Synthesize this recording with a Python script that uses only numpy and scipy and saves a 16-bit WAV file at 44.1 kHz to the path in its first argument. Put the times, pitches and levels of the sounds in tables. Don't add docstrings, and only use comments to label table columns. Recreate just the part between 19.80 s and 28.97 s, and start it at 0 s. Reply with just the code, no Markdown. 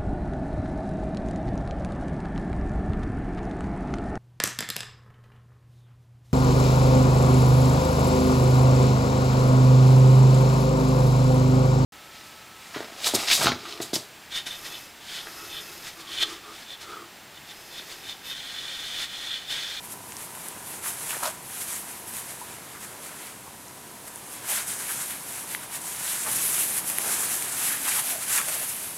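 import sys
import numpy as np
from scipy import signal
from scipy.fft import rfft, irfft, next_fast_len
from scipy.io import wavfile

SR = 44100
rng = np.random.default_rng(int(sys.argv[2]) if len(sys.argv) > 2 else 0)


def transcribe(signal):
    frames = np.atleast_2d(signal).T
    limited = np.clip(frames, -1, 1)
    pcm = np.round(limited * 32767).astype(np.int16)
    wavfile.write(sys.argv[1], SR, pcm)


N = 404397
TIME = np.arange(N) / SR


def undb(db):
    return 10 ** (np.asarray(db) / 20)


def unit(x):
    return x / np.sqrt(np.mean(x ** 2))


def curve(rows, column=1):
    rows = np.asarray(rows)
    return np.interp(TIME, rows[:, 0], rows[:, column])


def wander(per_s):
    targets = rng.standard_normal(4096)
    return unit(np.interp(TIME * per_s, np.arange(len(targets)), targets))


def colour(x, spectrum):
    hz, db = np.transpose(spectrum)
    size = next_fast_len(N)
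    freqs = np.maximum(np.fft.rfftfreq(size, 1 / SR), 1)
    gain = undb(np.interp(np.log(freqs), np.log(hz), db))
    return unit(irfft(rfft(x, size) * gain, size)[:N])


def resonate(x, hz, width_hz):
    top = min(np.hypot(hz, width_hz / 2) + width_hz / 2, SR / 2 - 1000)
    band = signal.butter(2, [top - width_hz, top], "bandpass", fs=SR, output="sos")
    return unit(signal.sosfilt(band, x))


def room():
    # f/Hz, relative level/dB
    spectrum = [(20, -16), (45, -15.5), (80, -3.5), (130, 0.5), (220, -1), (380, -2.5), (520, -5.5),
                (750, -6), (1200, -8), (2200, -9.5), (5000, -13), (10500, -7.5), (13000, -12),
                (16000, -25.5)]
    return colour(rng.standard_normal(N), spectrum) * undb(-44.5 + 0.092 * wander(3.4))


def buzz(blips_per_s=59.96, jitter_cycles=0.012):
    # t/s, level/dB
    levels = [(0, -50.5), (.7, -50.5), (1, -52), (1.3, -47.5), (1.8, -55), (2.4, -50.5), (2.9, -59),
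              (4.2, -55), (5.5, -53), (6, -50), (6.7, -56), (7.3, -52), (8, -56), (9.17, -56)]
    count = int(TIME[-1] * blips_per_s) - 1
    timing, size = rng.standard_normal((count, 2)).T
    cycles = np.arange(count) + 0.3467 + np.clip(jitter_cycles * timing, -.25, .25)
    starts = (cycles / blips_per_s * SR).astype(int)
    every, alternate = np.zeros((2, N))
    every[starts] = undb(1.5 * size)
    alternate[starts[::2]] = every[starts[::2]]
    high = resonate(every, hz=953, width_hz=113)
    low = resonate(alternate, hz=812, width_hz=226)
    return unit(high + undb(-2) * low) * undb(curve(levels))


def catches(per_s, spread_db):
    caught = rng.random(N) < per_s / SR
    size = undb(spread_db * np.clip(rng.standard_normal(N), -2, 2))
    return unit(caught * rng.choice([-1, 1], N) * size)


def friction(per_s, spread_db, blur_db):
    return unit(catches(per_s, spread_db) + undb(blur_db) * rng.standard_normal(N))


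def shirt_front():
    # f/Hz, relative level/dB
    spectrum = [(40, -24), (80, -11.5), (140, -1), (270, -1), (370, 0.5), (500, -3), (680, -0.5),
                (1000, -1.5), (1800, -4.5), (4000, -23)]
    # t/s, relative level/dB
    drag = [(0, -52), (.55, -46), (1.35, -46), (1.6, -48), (2.6, -48), (3.3, -45.5), (3.7, -53),
            (4.75, -46.5), (6.4, -47.5), (6.5, -41.5), (7.15, -41.5), (7.3, -38), (7.6, -41.5),
            (8.1, -44.5), (8.5, -44), (9.17, -46.5)]
    rumble = colour(friction(per_s=500, spread_db=7.5, blur_db=1.5), spectrum)
    return rumble * undb(curve(drag) - 2.5)


def pulling():
    # fastest moment/s, speeding up/s, slowing down/s, relative hiss level/dB, rasp against hiss/dB
    pulls = [(.048, 0.024, 0.037, -42.5, -7), (.127, 0.031, 0.019, -39, -10), (.334, .14, .015, -45.5, -15),
             (.427, 0.082, .042, -39, -7), (.7, 0.24, .083, -41, -6), (.943, 0.12, 0.059, -37, -8),
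             (1.066, 0.034, 0.086, -31, -7), (1.22, 0.096, .2, -37.5, -6.5), (1.31, 0.048, 0.094, -31, -8),
             (1.447, 0.035, 0.071, -33.5, -2.5), (1.754, .089, .059, -36, -7.5),
             (1.815, 0.036, 0.043, -34.5, -7), (1.92, .06, .1, -32.5, -8), (2.094, 0.057, 0.14, -39, -7.5),
             (2.28, .02, .03, -39, -10), (2.375, .06, .055, -34.5, -7.5), (2.509, 0.085, .057, -38.5, -6.5),
             (2.6, 0.014, .052, -41, -8), (2.73, .136, .054, -44, -3), (2.936, .22, .068, -49.5, 0),
             (3.028, .028, 0.081, -40.5, -5), (3.244, .03, .085, -41, -6), (3.484, 0.29, 0.066, -44, -2),
             (4.278, 0.012, .013, -39.5, -11), (4.36, 0.2, .3, -49.5, -9), (4.577, 0.13, 0.031, -40, -6.5),
             (4.716, 0.038, 0.1, -27, -8), (4.793, .12, 0.044, -31.5, -2.5), (4.882, .012, 0.11, -30, -9.5),
             (5.001, .022, .119, -33, -7.5), (5.096, 0.036, 0.16, -31, -8.5),
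             (5.199, .033, 0.13, -33.5, -8), (5.309, 0.011, 0.067, -37, -2), (5.567, 0.15, 0.1, -35.5, -7),
             (5.718, 0.041, 0.063, -33.5, -6.5), (5.83, 0.036, 0.038, -38, -5.5),
             (5.955, 0.052, 0.037, -33.5, -6), (6.069, .049, 0.25, -36.5, -7.5),
             (6.315, 0.16, 0.097, -30, -7), (6.595, 0.32, 0.13, -29, -9), (6.8, 0.26, .1, -24.5, -12),
             (6.98, .11, 0.037, -28.5, -9.5), (7.088, 0.034, 0.042, -26, -14),
             (7.175, 0.037, 0.041, -34, -7), (7.335, 0.19, .06, -29, -7), (7.52, 0.33, 0.12, -28, -9),
             (7.624, .044, .3, -33.5, -6.5), (7.869, 0.13, .102, -26, -7), (8.088, .046, .035, -28, -4),
             (8.196, 0.18, 0.018, -25, -7), (8.305, 0.14, .071, -29, -6.5), (8.429, 0.023, .025, -32, -7),
             (8.561, 0.1, 0.082, -23, -8), (8.685, .03, 0.29, -29, -7.5), (8.86, 0.075, 0.16, -34.5, -13),
             (9.06, .137, 0.34, -37.5, -11)]
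    hiss_power, rasp_power = undb(-61) ** 2, undb(-68) ** 2
    t = TIME[::32]
    for peak_s, rise_s, fall_s, db, rasp_db in pulls:
        away = np.abs(t - peak_s) / np.where(t < peak_s, rise_s, fall_s)
        swell = undb(db) * np.exp(-away ** 1.26)
        hiss_power += swell ** 2
        rasp_power += (swell * undb(rasp_db)) ** 2
    return np.interp(TIME, t, np.sqrt(hiss_power)), np.interp(TIME, t, np.sqrt(rasp_power))


def tighten(x, tension, slack_hz, taut_hz, depth):
    slack = signal.lfilter(*signal.iirpeak(slack_hz, Q=2, fs=SR), x)
    taut = signal.lfilter(*signal.iirpeak(taut_hz, Q=2, fs=SR), x)
    return unit(x + depth * tension * (taut - slack))


def tie():
    # f/Hz, relative level/dB
    weave_spectrum = [(2500, -24), (5000, -12.5), (6500, -6.5), (8000, -3), (9500, -1.2), (10800, 0),
                      (12500, -4.5), (14000, -11), (16000, -21)]
    # f/Hz, relative level/dB
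    layer_spectrum = [(300, -42), (600, -8.5), (1000, -3), (1500, 0.5), (2100, 0.5), (3000, -1.5),
                      (4200, -4.5), (6000, -11), (10000, -21)]
    # t/s, tension (-1 slack to 1 taut)
    tightness = [(0, 0.47), (.7, -0.39), (1.45, -0.095), (2.35, 0.29), (3.1, -0.29), (3.7, .1), (4.8, -.55),
                 (5.8, 0.45), (6.27, -0.55), (6.6, 0.48), (6.85, .85), (7.3, -.45), (7.7, 0.14),
                 (8.3, 0.12), (8.55, -0.16), (9.17, 0.52)]
    hiss_gain, rasp_gain = pulling()
    grip = wander(55)
    tension = curve(tightness) + 0.36 * wander(18)
    threads = friction(per_s=2000, spread_db=1.0, blur_db=3.0)
    stray_threads = undb(-19) * catches(per_s=45, spread_db=1.0)
    weave = colour(threads + stray_threads, weave_spectrum)
    weave = tighten(weave, tension, slack_hz=7760, taut_hz=11600, depth=0.38)
    layers = colour(friction(per_s=1100, spread_db=2.5, blur_db=5.0), layer_spectrum)
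    layers = tighten(layers, tension, slack_hz=1410, taut_hz=2780, depth=0.28)
    hiss = weave * hiss_gain * undb(0.92 * grip + 0.79 * wander(24) + 0.46)
    rasp = layers * rasp_gain * undb(0.47 * grip - 0.17)
    return hiss + rasp


def ring(hz, decay_ms):
    t = np.arange(512) / SR
    age = t * 1000 / decay_ms
    wave = age * np.exp(-2 * age) * np.sin(2 * np.pi * hz * t)
    return wave / np.abs(wave).max()


def crease_snaps():
    # t/s, ring peak/dB, ring f/Hz, ring decay/ms, knock f/Hz, knock against ring/dB
    snaps = [(0.322, -22.5, 7000, 0.18, 2600, -6), (0.368, -23, 9000, .3, 6000, 1),
             (0.5525, -24, 10600, .25, 3000, -10), (.6854, -16, 9700, 0.25, 4500, -17),
             (1.3078, -21, 10500, .2, 2600, 3), (1.4351, -11, 9000, 0.098, 1500, -13),
             (1.4625, -21, 8000, 0.14, 4000, -2), (2.3684, -17, 10500, 0.21, 2500, -10),
             (3.8828, -31, 6500, 0.33, 4000, -12), (4.281, -30, 10000, .3, 1700, 2),
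             (4.3593, -20, 9700, 0.27, 3000, -20), (5.7488, -15.5, 2050, .75, 3030, -3.5),
             (6.970, -20, 9500, .2, 1700, 0), (7.1000, -11, 11700, .2, 2300, -12),
             (7.1851, -4.8, 11000, 0.26, 2250, -9.5), (7.4065, -14, 10500, .25, 2500, -20),
             (7.6243, -11, 9100, 0.21, 3000, -11), (8.5313, -17, 10000, .25, 2200, -16),
             (8.6150, -16, 10200, .2, 2000, -1), (8.6860, -13, 9500, 0.23, 2200, -9)]
    out = np.zeros(N)
    for start_s, db, hz, decay_ms, knock_hz, knock_db in snaps:
        knock = undb(knock_db) * ring(knock_hz, decay_ms=0.31)
        snap = undb(db) * (ring(hz, decay_ms) + knock)
        start = int(start_s * SR)
        out[start:start + len(snap)] += snap
    return out


def finger_scuffs():
    # middle t/s, length/s, level/dB, centre f/Hz, band width/Hz
    strokes = [(1.064, 0.041, -39.5, 1300, 1200), (1.312, 0.045, -41, 2900, 1500),
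               (1.34, 0.024, -37.5, 1590, 900), (1.363, 0.02, -36.5, 700, 1100),
               (1.455, 0.065, -32.5, 1127, 620), (1.456, 0.067, -35.5, 647, 139),
               (1.465, 0.035, -33.5, 5300, 3500), (2.623, 0.033, -43, 930, 200),
               (2.96, 0.045, -47, 1410, 700), (3.06, 0.049, -49, 1400, 400), (3.27, .05, -53, 1500, 1400),
               (3.676, 0.033, -47, 1020, 300), (4.716, 0.046, -40.5, 715, 350),
               (4.92, .05, -44, 3000, 2000), (5.102, 0.04, -38.5, 1590, 1100),
               (6.294, .05, -42, 3600, 1600), (6.487, 0.064, -37, 1050, 1210), (6.533, 0.19, -48, 150, 170),
               (6.797, 0.13, -41.5, 2700, 1400), (7.27, 0.069, -40, 620, 450),
               (7.315, 0.081, -41, 1200, 800), (7.434, .02, -39, 1250, 600),
               (7.93, 0.065, -37.5, 1650, 600), (8.072, 0.036, -39, 1000, 700),
               (8.128, .05, -38, 2300, 1000), (8.186, 0.029, -40, 960, 400), (8.326, 0.14, -43.5, 670, 200),
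               (8.584, 0.031, -30, 2060, 800), (8.587, 0.046, -34, 1230, 400),
               (8.748, 0.19, -46.5, 630, 200)]
    out = np.zeros(N)
    slips = friction(per_s=1100, spread_db=6.0, blur_db=-14)
    for middle_s, length_s, db, hz, width_hz in strokes:
        near = np.abs(TIME - middle_s) < length_s
        swell = np.exp(-np.abs(1.75 * (TIME[near] - middle_s) / length_s) ** 3)
        out[near] += undb(db) * swell * resonate(slips[near], hz, width_hz)
    return out


def tone(path, waver):
    hz = curve(path, column=1) * (1 + waver * wander(200))
    sounding = (TIME > path[0][0]) & (TIME < path[-1][0])
    wave = np.sqrt(2) * np.sin(2 * np.pi * np.cumsum(hz) / SR)
    return sounding * wave * undb(curve(path, column=2))


def hum():
    # t/s, f/Hz, level/dB
    path = [(7.55, 272, -80), (7.65, 270, -63), (7.8, 273, -58), (7.95, 270, -51), (8.08, 271, -54),
            (8.25, 274, -80)]
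    return tone(path, waver=.02)


def whistle():
    # t/s, f/Hz, level/dB
    path = [(8.3, 12700, -70), (8.35, 13100, -50), (8.4, 14500, -50), (8.44, 15100, -52),
            (8.48, 15250, -56), (8.52, 15200, -80)]
    return tone(path, waver=.005)


def scene():
    background = room() + buzz()
    handling = shirt_front() + tie() + crease_snaps() + finger_scuffs()
    mono = background + handling + hum() + whistle()
    return np.array([mono, mono])


def record(dry, top_hz=15750):
    return signal.sosfilt(signal.ellip(10, .1, 75, top_hz, fs=SR, output="sos"), dry)


dry = scene()
out = record(dry)
transcribe(out)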